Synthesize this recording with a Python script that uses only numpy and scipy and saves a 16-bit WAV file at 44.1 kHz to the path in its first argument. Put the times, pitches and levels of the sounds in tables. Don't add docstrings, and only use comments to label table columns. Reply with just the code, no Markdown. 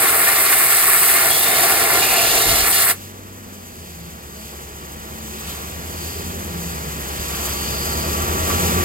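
import sys
import numpy as np
from scipy import signal
from scipy.fft import rfft, irfft, next_fast_len
from scipy.io import wavfile
from scipy.ndimage import uniform_filter1d

SR = 44100
rng = np.random.default_rng(int(sys.argv[2]) if len(sys.argv) > 2 else 0)


def transcribe(u):
    v = np.clip(np.atleast_2d(u).T, -1, 1)
    q = np.round(v * 32767).astype(np.int16)
    wavfile.write(sys.argv[1], SR, q)


N = 389844
TIME = np.arange(N) / SR
SIZE = next_fast_len(N)
HZ = np.maximum(np.arange(SIZE // 2 + 1) * SR / SIZE, 1)
HOSE_LAG_MS, MACHINE_LAG_MS, JET_LAG_MS = .1, .392, .26

# time_s, fill (0 open, about 1 packed)
HOSE_FILL = [(0, 0.59), (.15, 0.64), (.7, 0.016), (1.1, 0.11), (1.24, 0.68), (1.6, 1.03), (2.0, 1.31),
             (2.55, 1.3), (2.85, 0.23)]
# centre_hz, width_hz, lift_db
HOSE_MODES = [(415, 200, 9), (676, 110, 11.5), (778, 76, 8.5), (1125, 285, 11.5), (1392, 123, 9),
              (1777, 210, 7), (2100, 100, 4), (2800, 82, 7.5), (3600, 230, 2), (4300, 110, 5)]
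# centre_hz, width_hz, lift_db
CASING_MODES = [(366, 18, 6.5), (420, 9, 5), (646, 22, 6.5), (802, 25, 4), (980, 25, 2), (1158, 52, 6.2),
                (1345, 45, 5.2), (1875, 55, 3), (2425, 130, 3), (4850, 400, 2)]
# time_s, gain_db
SWELL = [(0, -23), (2.9, 1.5), (3.8, 0.9), (5.4, 7), (6.8, 10.5), (7.9, 15), (8.7, 19.5)]
# freq_hz, direct_share
ROAR_LIKENESS = [(60, .78), (300, .86), (700, .8), (1500, .72), (2400, .66), (4000, .45), (8000, .88),
                 (15000, .85)]
# freq_hz, direct_share
DRONE_LIKENESS = [(60, .95), (300, .88), (700, .74), (1400, .78), (3000, .66), (4000, .74), (7000, .8),
                  (15000, .8)]


def from_db(db):
    return 10 ** (np.asarray(db) / 20)


def rms_one(x):
    return x / np.sqrt(np.mean(np.atleast_2d(x).mean(axis=0) ** 2) + 1e-20)


def in_time(points):
    return np.interp(TIME, *np.transpose(points))


def at_hz(points):
    hz, value = np.transpose(points)
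    return np.interp(np.log(HZ), np.log(hz), value)


def hump(centre_s, length_s):
    return np.cos(np.pi * np.clip((TIME - centre_s) / length_s, -.5, .5)) ** 2


def resonance_db(modes, hz=HZ):
    return sum(db / (1 + (2 * (hz - centre) / width) ** 2) for centre, width, db in modes)


def band(low_hz, high_hz, order=8):
    return ((1 + (low_hz / HZ) ** (2 * order)) * (1 + (HZ / high_hz) ** (2 * order))) ** -.5


def filtered(x, edges_hz, kind):
    return signal.sosfilt(signal.butter(2, edges_hz, kind, fs=SR, output="sos"), x)


def drift(rate_hz):
    step, settle = 40, 2000
    pole = np.exp(-2 * np.pi * rate_hz * step / SR)
    noise = rng.standard_normal(N // step + settle + 2)
    slow = signal.lfilter([1], [1, -2 * pole, pole * pole], noise)[settle:]
    return np.interp(np.arange(N) / step, np.arange(len(slow)), rms_one(slow))


def turbulence():
    return rng.standard_normal(N)


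def impacts(per_s, spread_db):
    sizes = from_db(spread_db * np.minimum(rng.exponential(1, N), 4)) * rng.choice([-1, 1], N)
    return rms_one(sizes * (rng.random(N) < per_s / SR))


def radiate(level_db, force, colour, lag_ms, likeness):
    share = np.clip(at_hz(likeness), 0, .9)
    direct = rfft(force, SIZE) * np.exp(-1j * np.pi * HZ * lag_ms / 1000 * np.array([[1], [-1]]))
    envelope = np.sqrt(uniform_filter1d(force ** 2, size=200).clip(0))
    scatter = rfft(rng.standard_normal((2, N)) * envelope, SIZE)
    spectrum = colour * (np.sqrt(share) * direct + np.sqrt(1 - share) * scatter)
    return from_db(level_db) * rms_one(irfft(spectrum, SIZE)[:, :N])


def slugs(edge_s=.072):
    # start_s, end_s, strength
    passages = [(0.92, 1.04, 0.17), (1.298, 1.45, 0.83), (1.458, 1.744, 0.32), (1.773, 1.884, 0.24),
                (1.978, 2.37, 0.74), (2.386, 2.652, 1.0), (2.69, 2.845, 1)]
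    return sum(strength * np.clip(np.minimum(TIME - start_s, end_s - TIME) / edge_s + .5, 0, 1)
               for start_s, end_s, strength in passages)


def suction(surge_db=.66):
    # freq_hz, gain_db
    air_colour = [(205, -14.5), (305, -7.5), (555, -11), (910, -6), (1560, 2), (2080, 7.5), (2520, 9),
                  (3220, 5), (4850, 8), (5900, 4.5), (7350, 9.5), (8650, -6), (12100, -5.5), (14400, -7)]
    # open_db, per_fill_db, per_slug_db
    load_law = [(-30.5, 6, -3.5), (-22, -0.16, -4), (-28, 0.54, 3.7), (-17, -3, 0)]
    fill, slug = in_time(HOSE_FILL), slugs()
    levels_db = np.array([db + fill_db * fill + slug_db * slug for db, fill_db, slug_db in load_law])
    hollow_db, roar_db, rush_db, jet_db = levels_db + surge_db * drift(27)
    colour = from_db(at_hz(air_colour) + resonance_db(HOSE_MODES))
    hose_path, jet_path = (HOSE_LAG_MS, ROAR_LIKENESS), (JET_LAG_MS, ROAR_LIKENESS)
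    hollow = radiate(hollow_db, turbulence(), colour * band(220, 900), *hose_path)
    tumbling = impacts(per_s=5500, spread_db=1)
    roar = radiate(roar_db + .84 * drift(12), tumbling, colour * band(900, 2450), *hose_path)
    stones = impacts(per_s=16000, spread_db=-1.5) + from_db(-15) * pebbles()
    rush = radiate(rush_db + 1.5 * drift(10), stones, colour * band(2780, 7200, order=12), *jet_path)
    spray = impacts(per_s=52000, spread_db=7)
    jet = radiate(jet_db + .04 * drift(43), spray, colour * band(8190, 15320, order=40), *jet_path)
    return hollow + roar + rush * from_db([[-.7], [.7]]) + jet


def pebbles(per_pitch_per_s=30, t60_s=.05, low_hz=2500, high_hz=4900, pitches=12):
    pole, out = from_db(-60 / (t60_s * SR)), np.zeros(N)
    for hz in np.geomspace(low_hz, high_hz, pitches) * rng.uniform(.98, 1.02, pitches):
        hits = np.full(N, 1e-18)
        onsets = rng.integers(0, N, int(per_pitch_per_s * N / SR))
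        hits[onsets] = rng.standard_normal(len(onsets))
        out += signal.lfilter([1, 0, -1], [1, -2 * pole * np.cos(2 * np.pi * hz / SR), pole * pole], hits)
    return rms_one(out)


def shudder(open_db=-44.5, per_fill_db=4, per_slug_db=1):
    # freq_hz, gain_db
    shake_colour = [(24, -5), (45, -7.5), (80, -2.5), (130, -3), (220, 0.5)]
    level_db = open_db + per_fill_db * in_time(HOSE_FILL) + per_slug_db * slugs()
    colour = from_db(at_hz(shake_colour)) * band(40, 173, order=4)
    return radiate(level_db, turbulence(), colour, HOSE_LAG_MS, ROAR_LIKENESS)


def engine_state(idle_hz=69.5, full_effort_hz=78.6):
    # time_s, firing_hz
    engine_speed = [(2.7, 88), (2.95, 93.7), (3.32, 96.8), (3.5, 94.3), (3.66, 89.5), (3.81, 80.5),
                    (4, 75.6), (4.3, 71), (4.8, 70.1), (5.45, 70.6), (5.8, 75.6), (6.1, 78.7), (6.35, 79.8),
                    (6.6, 76), (6.95, 70), (7.3, 69.5), (7.75, 70), (8.1, 75), (8.84, 81.8)]
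    firing_hz = in_time(engine_speed)
    return firing_hz, np.clip((firing_hz - idle_hz) / (full_effort_hz - idle_hz), 0, 1)


def exhaust_note(rate_hz, orders, effort, waver_db=2, jitter_turns=.04):
    # centre_hz, width_hz, lift_db
    silencer_modes = [(169, 16, 5), (205, 5, 5), (219, 6, 5), (240, 12, 4), (254, 14, 7)]
    turns, out = np.cumsum(rate_hz) / SR, np.zeros(N)
    jitter = jitter_turns * drift(8.7)
    for multiple, idle_db, effort_db in orders:
        overtone = multiple != 1
        level_db = idle_db + effort_db * effort + resonance_db(silencer_modes, multiple * rate_hz)
        level_db += overtone * waver_db * drift(9.9)
        phase_turns = multiple * turns + overtone * (rng.random() + jitter)
        out += from_db(level_db) * np.cos(2 * np.pi * phase_turns)
    return np.sqrt(2) * out


def machine_hum(swell_cap_db=17):
    # firing_multiple, idle_db, effort_lift_db
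    engine_orders = [(1, -46.8, 2.0), (1.5, -60, 0), (2, -57.5, -1), (2.5, -63, 0), (3, -68, 3)]
    # stroke_multiple, idle_db, effort_lift_db
    pump_orders = [(1, -56.5, 9.5), (2, -62, 0), (2.19, -66, 0), (8 / 3, -61, 0), (3, -68, 0),
                   (4.5, -63, 0)]
    # time_s, lead_hz
    pump_lead = [(3.66, .085), (3.81, 8.6), (4.1, 9.2), (5.45, 11.7), (5.8, 9.4), (6.4, 10), (7.05, 9.3),
                 (7.75, 11), (8.2, 8.7)]
    firing_hz, effort = engine_state()
    stroke_hz = firing_hz + in_time(pump_lead)
    engine = exhaust_note(firing_hz, engine_orders, effort)
    pump = exhaust_note(stroke_hz, pump_orders, effort) + pump_booms(stroke_hz)
    hum = from_db(np.minimum(in_time(SWELL), swell_cap_db)) * (engine + pump)
    left = np.interp(TIME - MACHINE_LAG_MS / 1000, TIME, hum)
    return np.array([left, hum]) * from_db([[.3], [-.3]])


def whistles(wobble_hz=14, attack_s=.012):
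    # start_s, end_s, from_hz, to_hz, level_db, width_hz
    glides = [(1.295, 1.42, 3300, 3520, -30.5, 32), (1.405, 1.6, 3590, 3730, -31, 38),
              (2.012, 2.332, 2430, 2510, -27, 130), (2.013, 2.298, 2800, 2740, -29.5, 85),
              (2.17, 2.515, 2790, 2715, -32, 35), (2.393, 2.549, 3810, 3760, -32, 22),
              (2.51, 2.63, 4130, 4040, -31.5, 22), (2.69, 2.8, 4300, 4370, -35, 40),
              (2.752, 2.86, 3510, 3440, -35, 25)]
    out = np.zeros((2, N))
    for start_s, end_s, from_hz, to_hz, level_db, width_hz in glides:
        first, count = round(start_s * SR), round((end_s - start_s) * SR)
        along = np.linspace(0, 1, count)
        wobble = rms_one(uniform_filter1d(rng.standard_normal(count), size=150))
        pitch_hz = from_hz + (to_hz - from_hz) * along + wobble_hz * wobble
        breath = rms_one(filtered(rng.standard_normal((2, count)), width_hz, "low"))
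        tone = np.real((breath[0] + 1j * breath[1]) * np.exp(2j * np.pi * np.cumsum(pitch_hz) / SR))
        envelope = np.minimum(along * (end_s - start_s) / attack_s, 1) * np.sqrt(1 - along ** 2)
        out[:, first:first + count] += from_db(level_db) * rms_one(tone) * envelope
    return out


def bucks(low_hz=24, rise_s=.034, decay_s=.058):
    # peak_s, level_db, top_hz
    thumps = [(2.12, -40, 65), (2.36, -36, 60), (2.495, -24, 170), (2.61, -31, 75)]
    out = np.zeros(N)
    for peak_s, level_db, top_hz in thumps:
        thump = rms_one(filtered(turbulence(), [low_hz, top_hz], "band"))
        envelope = np.exp(np.minimum((TIME - peak_s) / rise_s, (peak_s - TIME) / decay_s))
        out += from_db(level_db) * thump * envelope
    return out


def surges():
    # centre_s, length_s, hiss_lift_db, ring_strength
    air_surges = [(2.99, 0.35, 4, 0.2), (3.47, 0.21, 0, 0.1), (3.854, 1, 2, 0.4), (4.426, 0.46, 3, 0.5),
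                  (5.48, 0.77, 3.5, 0), (5.5, 0.11, 3.5, 0), (6.08, 0.68, 3, 0.76), (6.69, 0.72, 1.5, 0.4),
                  (7.38, 1, 3.5, 0.46), (7.842, 1, 2.5, 0.87), (8.6, 0.44, 2, 0.1)]
    return sum(np.outer([lift_db, ring], hump(centre_s, length_s))
               for centre_s, length_s, lift_db, ring in air_surges)


def drone(effort_db=2, pulse_depth=.016, flutter_db=.5, clump_db=1):
    # freq_hz, gain_db
    machine_colour = [(26, -13), (46, -4.5), (112, -4), (192, -1), (288, 3.5), (382, -9.5), (565, -6),
                      (890, -4.5), (1240, -6), (1720, -8), (3500, -12), (5600, -15.5), (7400, -54)]
    # freq_hz, gain_db
    leak_colour = [(6000, 2), (6900, 1), (8000, -1.5), (10000, -6.5), (12500, 2), (15500, -6.5)]
    firing_hz, effort = engine_state()
    swell_db = in_time(SWELL)
    surge_db, _ = surges()
    rumble_db = swell_db + effort_db * effort
    hiss_db = swell_db + surge_db + flutter_db * drift(6.5)
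    crank = 1 + pulse_depth * np.cos(np.pi * np.cumsum(firing_hz) / SR)
    colour = from_db(at_hz(machine_colour) + resonance_db(CASING_MODES))
    rattle = impacts(per_s=5500, spread_db=2.5) * crank
    grit = impacts(per_s=16000, spread_db=2) * from_db(clump_db * drift(30))
    layers = [(rumble_db - 49.5, turbulence(), band(24, 219)),
              (rumble_db - 50, turbulence() * crank, band(350, 509)),
              (swell_db - 51, rattle, band(614, 2220)),
              (hiss_db - 52, turbulence() * crank, band(2450, 5900))]
    body = sum(radiate(level_db, force, colour * passband, MACHINE_LAG_MS, DRONE_LIKENESS)
               for level_db, force, passband in layers)
    leak_gain = from_db(at_hz(leak_colour)) * band(5900, 20000, order=16)
    return body + radiate(hiss_db - 47.5, grit * crank, leak_gain, JET_LAG_MS, DRONE_LIKENESS)


def pipe_ring(centre_hz=4660, width_hz=400, gain_db=-49.5):
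    _, strength = surges()
    pipe = band(centre_hz - width_hz / 2, centre_hz + width_hz / 2, order=24)
    return strength * radiate(in_time(SWELL) + gain_db, turbulence(), pipe, MACHINE_LAG_MS, DRONE_LIKENESS)


def pump_booms(stroke_hz):
    # centre_s, length_s, stroke_multiple, gain_db
    booms = [(3.06, .32, 2.17, -48), (3.48, .4, 2.7, -46), (3.53, .36, 2.18, -44.5), (3.72, .3, 2.67, -51),
             (3.87, .22, 2.05, -46), (4.04, .34, 2, -41), (4.45, .7, 2.69, -53), (5.27, .75, 2.67, -48.5),
             (6.22, .4, 4.44, -50), (6.27, .4, 2, -48.5), (6.3, .55, 2.67, -50), (6.44, .3, 2.27, -49),
             (6.62, .45, 2, -42), (6.88, .25, 2, -48), (8.7, .4, 2, -47)]
    turns, out = np.cumsum(stroke_hz) / SR, np.zeros(N)
    for centre_s, length_s, multiple, gain_db in booms:
        tone = np.cos(2 * np.pi * (multiple * turns + rng.random()))
        out += from_db(gain_db) * hump(centre_s, length_s) * tone
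    return np.sqrt(2) * out


def gulps():
    # centre_s, length_s, level_db
    draws = [(3.5, 0.47, -56), (5.54, 0.49, -42.5), (7.405, 0.47, -36.5), (8.522, 0.18, -38)]
    envelope = sum(from_db(level_db) * hump(centre_s, length_s) for centre_s, length_s, level_db in draws)
    colour = from_db(resonance_db(HOSE_MODES)) * band(750, 4200, order=3)
    return envelope * radiate(0, turbulence(), colour, HOSE_LAG_MS, ROAR_LIKENESS)


def knocks(decay_s=.033, gain_db=6.5):
    # start_s, force_db, pitch_hz
    blows = [(4.522, -31, 338), (7.470, -28, 990), (8.501, -21.5, 850)]
    force = np.zeros(N)
    for start_s, force_db, pitch_hz in blows:
        envelope = from_db(force_db) * (TIME >= start_s) * np.exp(-np.abs(TIME - start_s) / decay_s)
        force += filtered(envelope * turbulence(), [pitch_hz / 2, pitch_hz * 2], "band")
    casing = from_db(gain_db + resonance_db(CASING_MODES))
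    return irfft(casing * rfft(force, SIZE), SIZE)[:N]


def casing_ring():
    # start_s, rise_s, gain_db
    onset = (6.7, 1.6, -55)
    start_s, rise_s, gain_db = onset
    fade = np.clip((TIME - start_s) / rise_s, 0, 1)
    modes = (from_db(resonance_db(CASING_MODES)) - 1) * band(850, 1370, order=3)
    return fade * radiate(in_time(SWELL) + gain_db, turbulence(), modes, MACHINE_LAG_MS, DRONE_LIKENESS)


def scene(shut_off_s=2.913, split_hz=2300, high_fall_s=.014, low_fall_s=.016, drone_rise_s=.022):
    since_s = np.maximum(TIME - shut_off_s, 0)
    hose = suction() + shudder() + bucks()
    lows = signal.sosfiltfilt(signal.butter(2, split_hz, fs=SR, output="sos"), hose)
    hose = lows * np.exp(-since_s / low_fall_s) + (hose - lows) * np.exp(-since_s / high_fall_s)
    drone_fade = np.clip(since_s / drone_rise_s, 0, 1)
    return (hose + whistles() + drone_fade * drone() + machine_hum()
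            + casing_ring() + pipe_ring() + gulps() + knocks())


def record(dry, ceiling=.9, cutoff_hz=15900):
    clipped = np.clip(dry, -ceiling, ceiling)
    passband = band(12, cutoff_hz, order=60) * (HZ < cutoff_hz + 400)
    return irfft(rfft(clipped, SIZE) * passband, SIZE)[:, :N]


dry = scene()
out = record(dry)
transcribe(out)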